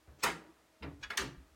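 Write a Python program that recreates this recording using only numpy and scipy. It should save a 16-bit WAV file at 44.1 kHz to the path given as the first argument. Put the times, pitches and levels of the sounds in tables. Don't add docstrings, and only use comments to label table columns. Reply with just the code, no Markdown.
import sys
import numpy as np
from scipy import signal
from scipy.fft import rfft, irfft, next_fast_len
from scipy.io import wavfile
from scipy.ndimage import map_coordinates

SR = 44100
rng = np.random.default_rng(int(sys.argv[2]) if len(sys.argv) > 2 else 0)


def rack_gain(trim_db):
    fader = np.asarray(trim_db, float)
    return 10 ** (fader / 20)


def transcribe(signal):
    frames = np.atleast_2d(signal).T
    limited = np.clip(frames, -1, 1)
    pcm = np.round(limited * 32767).astype(np.int16)
    wavfile.write(sys.argv[1], SR, pcm)


N = 68355


def unit(x):
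    return x / np.sqrt(np.mean(x ** 2) + 1e-20)


def along(points, hz):
    point_hz, value = np.transpose(points)
    return np.interp(np.log(hz + 1), np.log(point_hz + 1), value)


def coloured(x, points):
    m = 2 * next_fast_len(len(x) // 2 + SR // 10)
    gain = rack_gain(along(points, np.fft.rfftfreq(m, 1 / SR)))
    cepstrum = irfft(np.log(gain + 1e-5), m)
    cepstrum[1:m // 2] *= 2
    cepstrum[m // 2 + 1:] = 0
    return irfft(rfft(x, m) * np.exp(rfft(cepstrum)), m)[:len(x)]


def evened(x):
    hz = np.fft.rfftfreq(len(x), 1 / SR)
    centre_hz = np.geomspace(50, 20000, 36)
    near = np.exp(-(np.log((hz + 1) / centre_hz[:, None]) / .12) ** 2)
    power = near @ abs(rfft(x)) ** 2 / near.sum(axis=1)
    return coloured(x, np.c_[centre_hz, -10 * np.log10(power)])


def tail(decays, scale, size):
    hz, t, z = signal.stft(rng.standard_normal(size), SR, nperseg=128)
    z = z * rack_gain(-60 * t / (scale * along(decays, hz)[:, None]))
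    x = signal.istft(z, SR, nperseg=128)[1][:size]
    return x / np.linalg.norm(x)


def swell(t, rise_s, t60_s):
    rise = np.sin(np.pi / 2 * np.clip(t / rise_s, 0, 1)) ** 2
    return rise * rack_gain(-60 * np.maximum(t - rise_s, 0) / t60_s)


def add(out, x, start_s):
    part = out[round(start_s * SR):][:len(x)]
    part += x[:len(part)]


def floor():
    # frequency in Hz, level in dB per Hz.
    hiss_tone = [(25, -22), (60, 1), (170, -8), (250, -5), (640, -4), (1250, -7), (3000, -13), (7000, -17),
                 (16000, -25)]
    # frequency in Hz, level in dB.
    hum_tones = [(62, -83), (320, -80), (638, -83), (1275, -90)]
    t = np.arange(N) / SR
    out = rack_gain(-70) * unit(coloured(rng.standard_normal(N), hiss_tone))
    for hz, db in hum_tones:
        wander_db = 3.5 * map_coordinates(rng.standard_normal(size=30), [t * 9])
        out += rack_gain(db + 3 + wander_db) * np.sin(2 * np.pi * hz * t)
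    return out


def contact(out, event, tone, modes=(), ring_db=0):
    # frequency in Hz, t60 in s.
    sheet = [(150, .45), (400, .36), (1000, .3), (2500, .28), (6000, .25), (15000, .2)]
    # frequency in Hz, gain in dB.
    crack = [(300, -20), (1500, -10), (4000, 0), (15000, 2)]
    impacts_per_s, early_scale, phase_walk_rad = 1800, .12, .013
    start_s, db, rise_s, fall_s, t60_scale = event
    t = np.arange(SR // 2) / SR

    impact = rng.random(len(t)) < impacts_per_s / SR
    size = rng.standard_normal(len(t))
    chatter = (.25 + impact * 2.5) * size * swell(t, rise_s, 7 * fall_s)
    body = tail(sheet, t60_scale, len(t)) + coloured(tail(sheet, early_scale, len(t)), crack)
    sound = coloured(evened(signal.fftconvolve(chatter, body)[:len(t)]), tone)
    sound = sound / np.linalg.norm(sound)
    if modes:
        ring = np.zeros(len(t))
        for hz, mode_db, t60_s in modes:
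            walk = phase_walk_rad * np.cumsum(rng.standard_normal(len(t)))
            ring += rack_gain(mode_db) * swell(t, rise_s + fall_s, t60_s) * np.sin(2 * np.pi * hz * t + walk)
        sound = sound + rack_gain(ring_db) * ring / np.linalg.norm(ring)
    add(out, rack_gain(db + 31) * sound, start_s)


def scrapes():
    # start in s, level in dB, chatter rise in s, chatter fall in s, sheet t60 scale.
    touch = (.066, -60, .012, .02, .8)
    slide = (.175, -62, .035, .015, .6)
    creep = (.215, -49, .017, .004, .4)
    reach = (1.0, -66, .025, .006, .5)
    lean = (1.215, -50, .003, .003, .7)
    # frequency in Hz, level in dB per Hz.
    touch_tone = [(50, -15), (120, 0), (500, -5), (1200, -13), (1600, -9), (2200, -22), (13200, -70)]
    scrape_tone = [(100, -20), (400, -3), (2000, 0), (5300, -5), (8000, -8), (9500, -22), (15500, -30)]
    out = np.zeros(N)
    contact(out, touch, touch_tone)
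    for event in (slide, creep, reach, lean):
        contact(out, event, scrape_tone)
    return out


def panel_booms():
    # start in s, frequency in Hz, level in dB, swell in s, t60 in s.
    booms = [(.073, 75, -53, .018, .27), (.11, 136, -66, .02, .4), (.235, 70, -53, .015, .5),
             (.25, 172, -52, .03, .4), (.37, 320, -59, .03, .25), (.44, 318, -64, .02, .2),
             (.485, 335, -58, .012, .07), (.232, 490, -47, .015, .2), (.24, 235, -51, .015, .2),
             (.275, 680, -48, .012, .15), (.33, 165, -55, .02, .25), (.44, 600, -66, .008, .1),
             (.8, 72, -47, .045, .35), (.83, 146, -50, .03, .3), (.845, 281, -45, .03, .2),
             (.92, 285, -56, .03, .35), (.87, 150, -50, .025, .3), (.8, 200, -55, .02, .2),
             (1.095, 220, -62, .02, .15), (1.095, 420, -56, .015, .15), (1.18, 250, -50, .02, .2),
             (1.265, 160, -52, .02, .2), (1.35, 180, -58, .02, .15), (1.38, 275, -67, .03, .3),
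             (.98, 130, -60, .03, .3), (1.01, 60, -59, .02, .2), (.82, 325, -51, .03, .25),
             (.81, 450, -53, .03, .2), (.92, 72, -54, .03, .3), (1.04, 72, -58, .03, .3),
             (1.178, 390, -43, .022, .2), (1.19, 60, -49, .04, .35), (1.2, 272, -48, .04, .4),
             (1.22, 410, -48, .015, .2), (1.23, 130, -52, .03, .4), (1.31, 152, -53, .02, .25),
             (1.365, 61, -50, .02, .3), (1.29, 350, -56, .03, .2), (1.51, 65, -63, .02, .3)]
    drift_rad, gain_db = .6, 2.5
    out, t = np.zeros(N), np.arange(SR // 2) / SR
    for start_s, hz, db, rise_s, t60_s in booms:
        drift = drift_rad * map_coordinates(rng.standard_normal(size=40), [t * 45])
        boom = swell(t, rise_s, t60_s) * np.sin(2 * np.pi * hz * t + drift)
        add(out, rack_gain(db + gain_db) * boom, start_s)
    return out


def garage(hood):
    # frequency in Hz, t60 in s.
    room_decay = [(80, 1.3), (500, 1.1), (2000, .8), (6000, .45), (15000, .3)]
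    level_db, delay_s = -27, .02
    delayed = np.pad(hood, (round(delay_s * SR), 0))
    return rack_gain(level_db) * signal.fftconvolve(delayed, tail(room_decay, 1, SR))[:N]


def panel_flexes():
    # start in s, level in dB, chatter rise in s, chatter fall in s, sheet t60 scale.
    press = (.13, -63, .05, .03, .6)
    shift = (.4, -63, .05, .03, .6)
    settle = (.79, -46, .06, .022, .85)
    lift = (.96, -60, .05, .05, .7)
    heave = (1.17, -42.5, .04, .035, .7)
    # frequency in Hz, level in dB per Hz.
    panel_tone = [(35, -28), (70, -3), (150, -3), (300, 0), (450, -3), (650, -9), (1200, -16), (3000, -36),
                  (15500, -80)]
    out = np.zeros(N)
    for event in (press, shift, settle, lift, heave):
        contact(out, event, panel_tone)
    return out


def squeal():
    # start in s, rise in s, level in dB, t60 in s.
    squeal_event = (.221, .015, -35, .05)
    # frequency in Hz, level in dB.
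    squeal_parts = [(2530, 0), (4200, -8), (5350, -4), (7920, -10)]
    start_s, rise_s, db, t60_s = squeal_event
    out, t = np.zeros(N), np.arange(SR // 10) / SR
    walk = .02 * np.cumsum(rng.standard_normal(len(t)))
    voice = sum(rack_gain(part_db) * np.sin(2 * np.pi * hz * t + walk) for hz, part_db in squeal_parts)
    add(out, rack_gain(db) * voice * swell(t, rise_s, t60_s) * np.clip(t / rise_s, 0, 1), start_s)
    return out


def latch_hits():
    # start in s, level in dB, chatter rise in s, chatter fall in s, sheet t60 scale.
    snap = (.2295, -29.4, .006, .009, 1.13)
    rebound = (.255, -37, .012, .008, .95)
    stop = (.821, -48.5, .007, .008, .85)
    click = (1.023, -46.5, .013, .004, .55)
    hook = (1.098, -40, .007, .005, 1.05)
    clank = (1.171, -32.5, .003, .005, 1.05)
    # frequency in Hz, level in dB per Hz.
    snap_tone = [(40, -24), (150, -11), (420, -2), (570, -8), (1500, -3), (2400, -7), (3600, -14),
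                 (8000, -14), (15500, -26)]
    stop_tone = [(300, -14), (700, -4), (1000, -1), (2200, 0), (3500, -8), (5200, -15), (6000, -30),
                 (15500, -40)]
    click_tone = [(350, -40), (850, -10), (1600, -5), (2500, -6), (3900, -12), (6400, -15), (7500, -29),
                  (14000, -43)]
    hook_tone = [(100, -19), (300, -18), (850, -11), (2040, -3), (2800, -13), (4800, -19), (6000, -28),
                 (15500, -41)]
    clank_tone = [(200, -45), (700, -15), (1100, -4), (1700, -5), (2430, -7), (6500, -10), (7600, -15),
                  (15500, -28)]
    # frequency in Hz, level in dB, t60 in s.
    snap_modes = [(425, -6, .2), (957, 0, .12), (1023, -3, .2), (1077, -3, .2), (1210, -6, .15),
                  (1570, -5, .15), (2003, -11, .2), (2525, -1, .08), (3047, -10, .15), (6433, -16, .2)]
    stop_modes = [(678, -6, .2), (960, -2, .1), (2144, 0, .05), (2745, -7, .08), (5000, -11, .04)]
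    click_modes = [(870, -16, .15), (1453, -10, .17), (1663, 0, .11), (2430, -4, .08), (2584, -8, .1),
                   (3375, -5, .15), (4210, -11, .03), (5593, -10, .03), (6500, -10, .04)]
    hook_modes = [(861, -12, .25), (1374, -1, .1), (1642, -8, .2), (1976, -9, .2), (2079, 0, .05),
                  (2476, -14, .2), (4382, -7, .04)]
    clank_modes = [(1596, -3, .12), (1717, -2, .12), (1879, -5, .12), (2890, -4, .08), (3600, -4, .05),
                   (5529, -9, .1), (6500, -2, .06), (6745, -12, .2), (8796, -12, .1)]
    ring_levels = [-7, -5, 0, -3, -10]
    out = np.zeros(N)
    contact(out, snap, snap_tone, snap_modes, ring_levels[0])
    contact(out, rebound, hook_tone)
    contact(out, stop, stop_tone, stop_modes, ring_levels[1])
    contact(out, click, click_tone, click_modes, ring_levels[2])
    contact(out, hook, hook_tone, hook_modes, ring_levels[3])
    contact(out, clank, clank_tone, clank_modes, ring_levels[4])
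    return out


def knocks():
    # start in s, frequency in Hz, level in dB, t60 in s.
    loose_parts = [(.233, 2500, -28, .03), (.2365, 1100, -30, .03), (.2405, 2560, -27, .035),
                   (.241, 1200, -31, .02), (.238, 5300, -33, .02), (.246, 3600, -33, .03),
                   (.25, 1300, -28, .03), (.2505, 2400, -31, .025), (.254, 1150, -30, .025),
                   (.262, 1500, -31, .03), (.2655, 1800, -32, .025), (.265, 960, -28, .05),
                   (.274, 2000, -32, .06), (.282, 3000, -38, .025), (.286, 950, -33, .03),
                   (.3, 2300, -38, .03), (.828, 2100, -46, .03), (.833, 970, -44, .04),
                   (1.037, 1663, -43, .08), (1.039, 3480, -49, .08), (1.104, 2080, -35, .05),
                   (1.172, 6500, -31, .015), (1.174, 1900, -30, .02), (1.176, 3500, -29, .02),
                   (1.178, 6500, -29, .015), (1.1775, 1800, -31, .012), (1.184, 1800, -32, .03),
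                   (1.19, 1500, -33, .03), (1.198, 1800, -30, .02), (1.208, 6300, -40, .03),
                   (1.213, 6600, -41, .02), (1.2175, 9000, -43, .012), (1.216, 1500, -38, .02),
                   (1.224, 1900, -38, .03), (1.104, 1450, -37, .05)]
    rise_s, gain_db, phase_walk_rad = .002, -1.5, .013
    out, t = np.zeros(N), np.arange(SR // 8) / SR
    for start_s, hz, db, t60_s in loose_parts:
        walk = phase_walk_rad * np.cumsum(rng.standard_normal(len(t)))
        knock = swell(t, rise_s, t60_s) * np.sin(2 * np.pi * hz * t + walk)
        add(out, rack_gain(db + gain_db) * knock, start_s)
    return out


def sag():
    # start in s, from Hz, to Hz, glide in s, level in dB, swell in s, t60 in s.
    sag_event = (.275, 400, 305, .065, -46, .02, .33)
    start_s, from_hz, to_hz, glide_s, db, rise_s, t60_s = sag_event
    out, t = np.zeros(N), np.arange(SR // 2) / SR
    pitch_hz = from_hz + (to_hz - from_hz) * np.clip(t / glide_s, 0, 1)
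    add(out, rack_gain(db) * swell(t, rise_s, t60_s) * np.sin(2 * np.pi * np.cumsum(pitch_hz) / SR), start_s)
    return out


def scene():
    hood = scrapes() + panel_booms() + panel_flexes() + squeal() + latch_hits() + knocks() + sag()
    return (hood + garage(hood) + floor())[None]


def roll_off(x):
    return signal.sosfilt(signal.butter(12, 16150, fs=SR, output="sos"), x)


def record(dry):
    top_hz = 15850
    m = next_fast_len(N + SR // 10)
    passed = np.fft.rfftfreq(m, 1 / SR) < top_hz
    mix = irfft(rfft(dry, m) * passed, m)[..., :N]
    return roll_off(mix)


dry = scene()
out = record(dry)
transcribe(out)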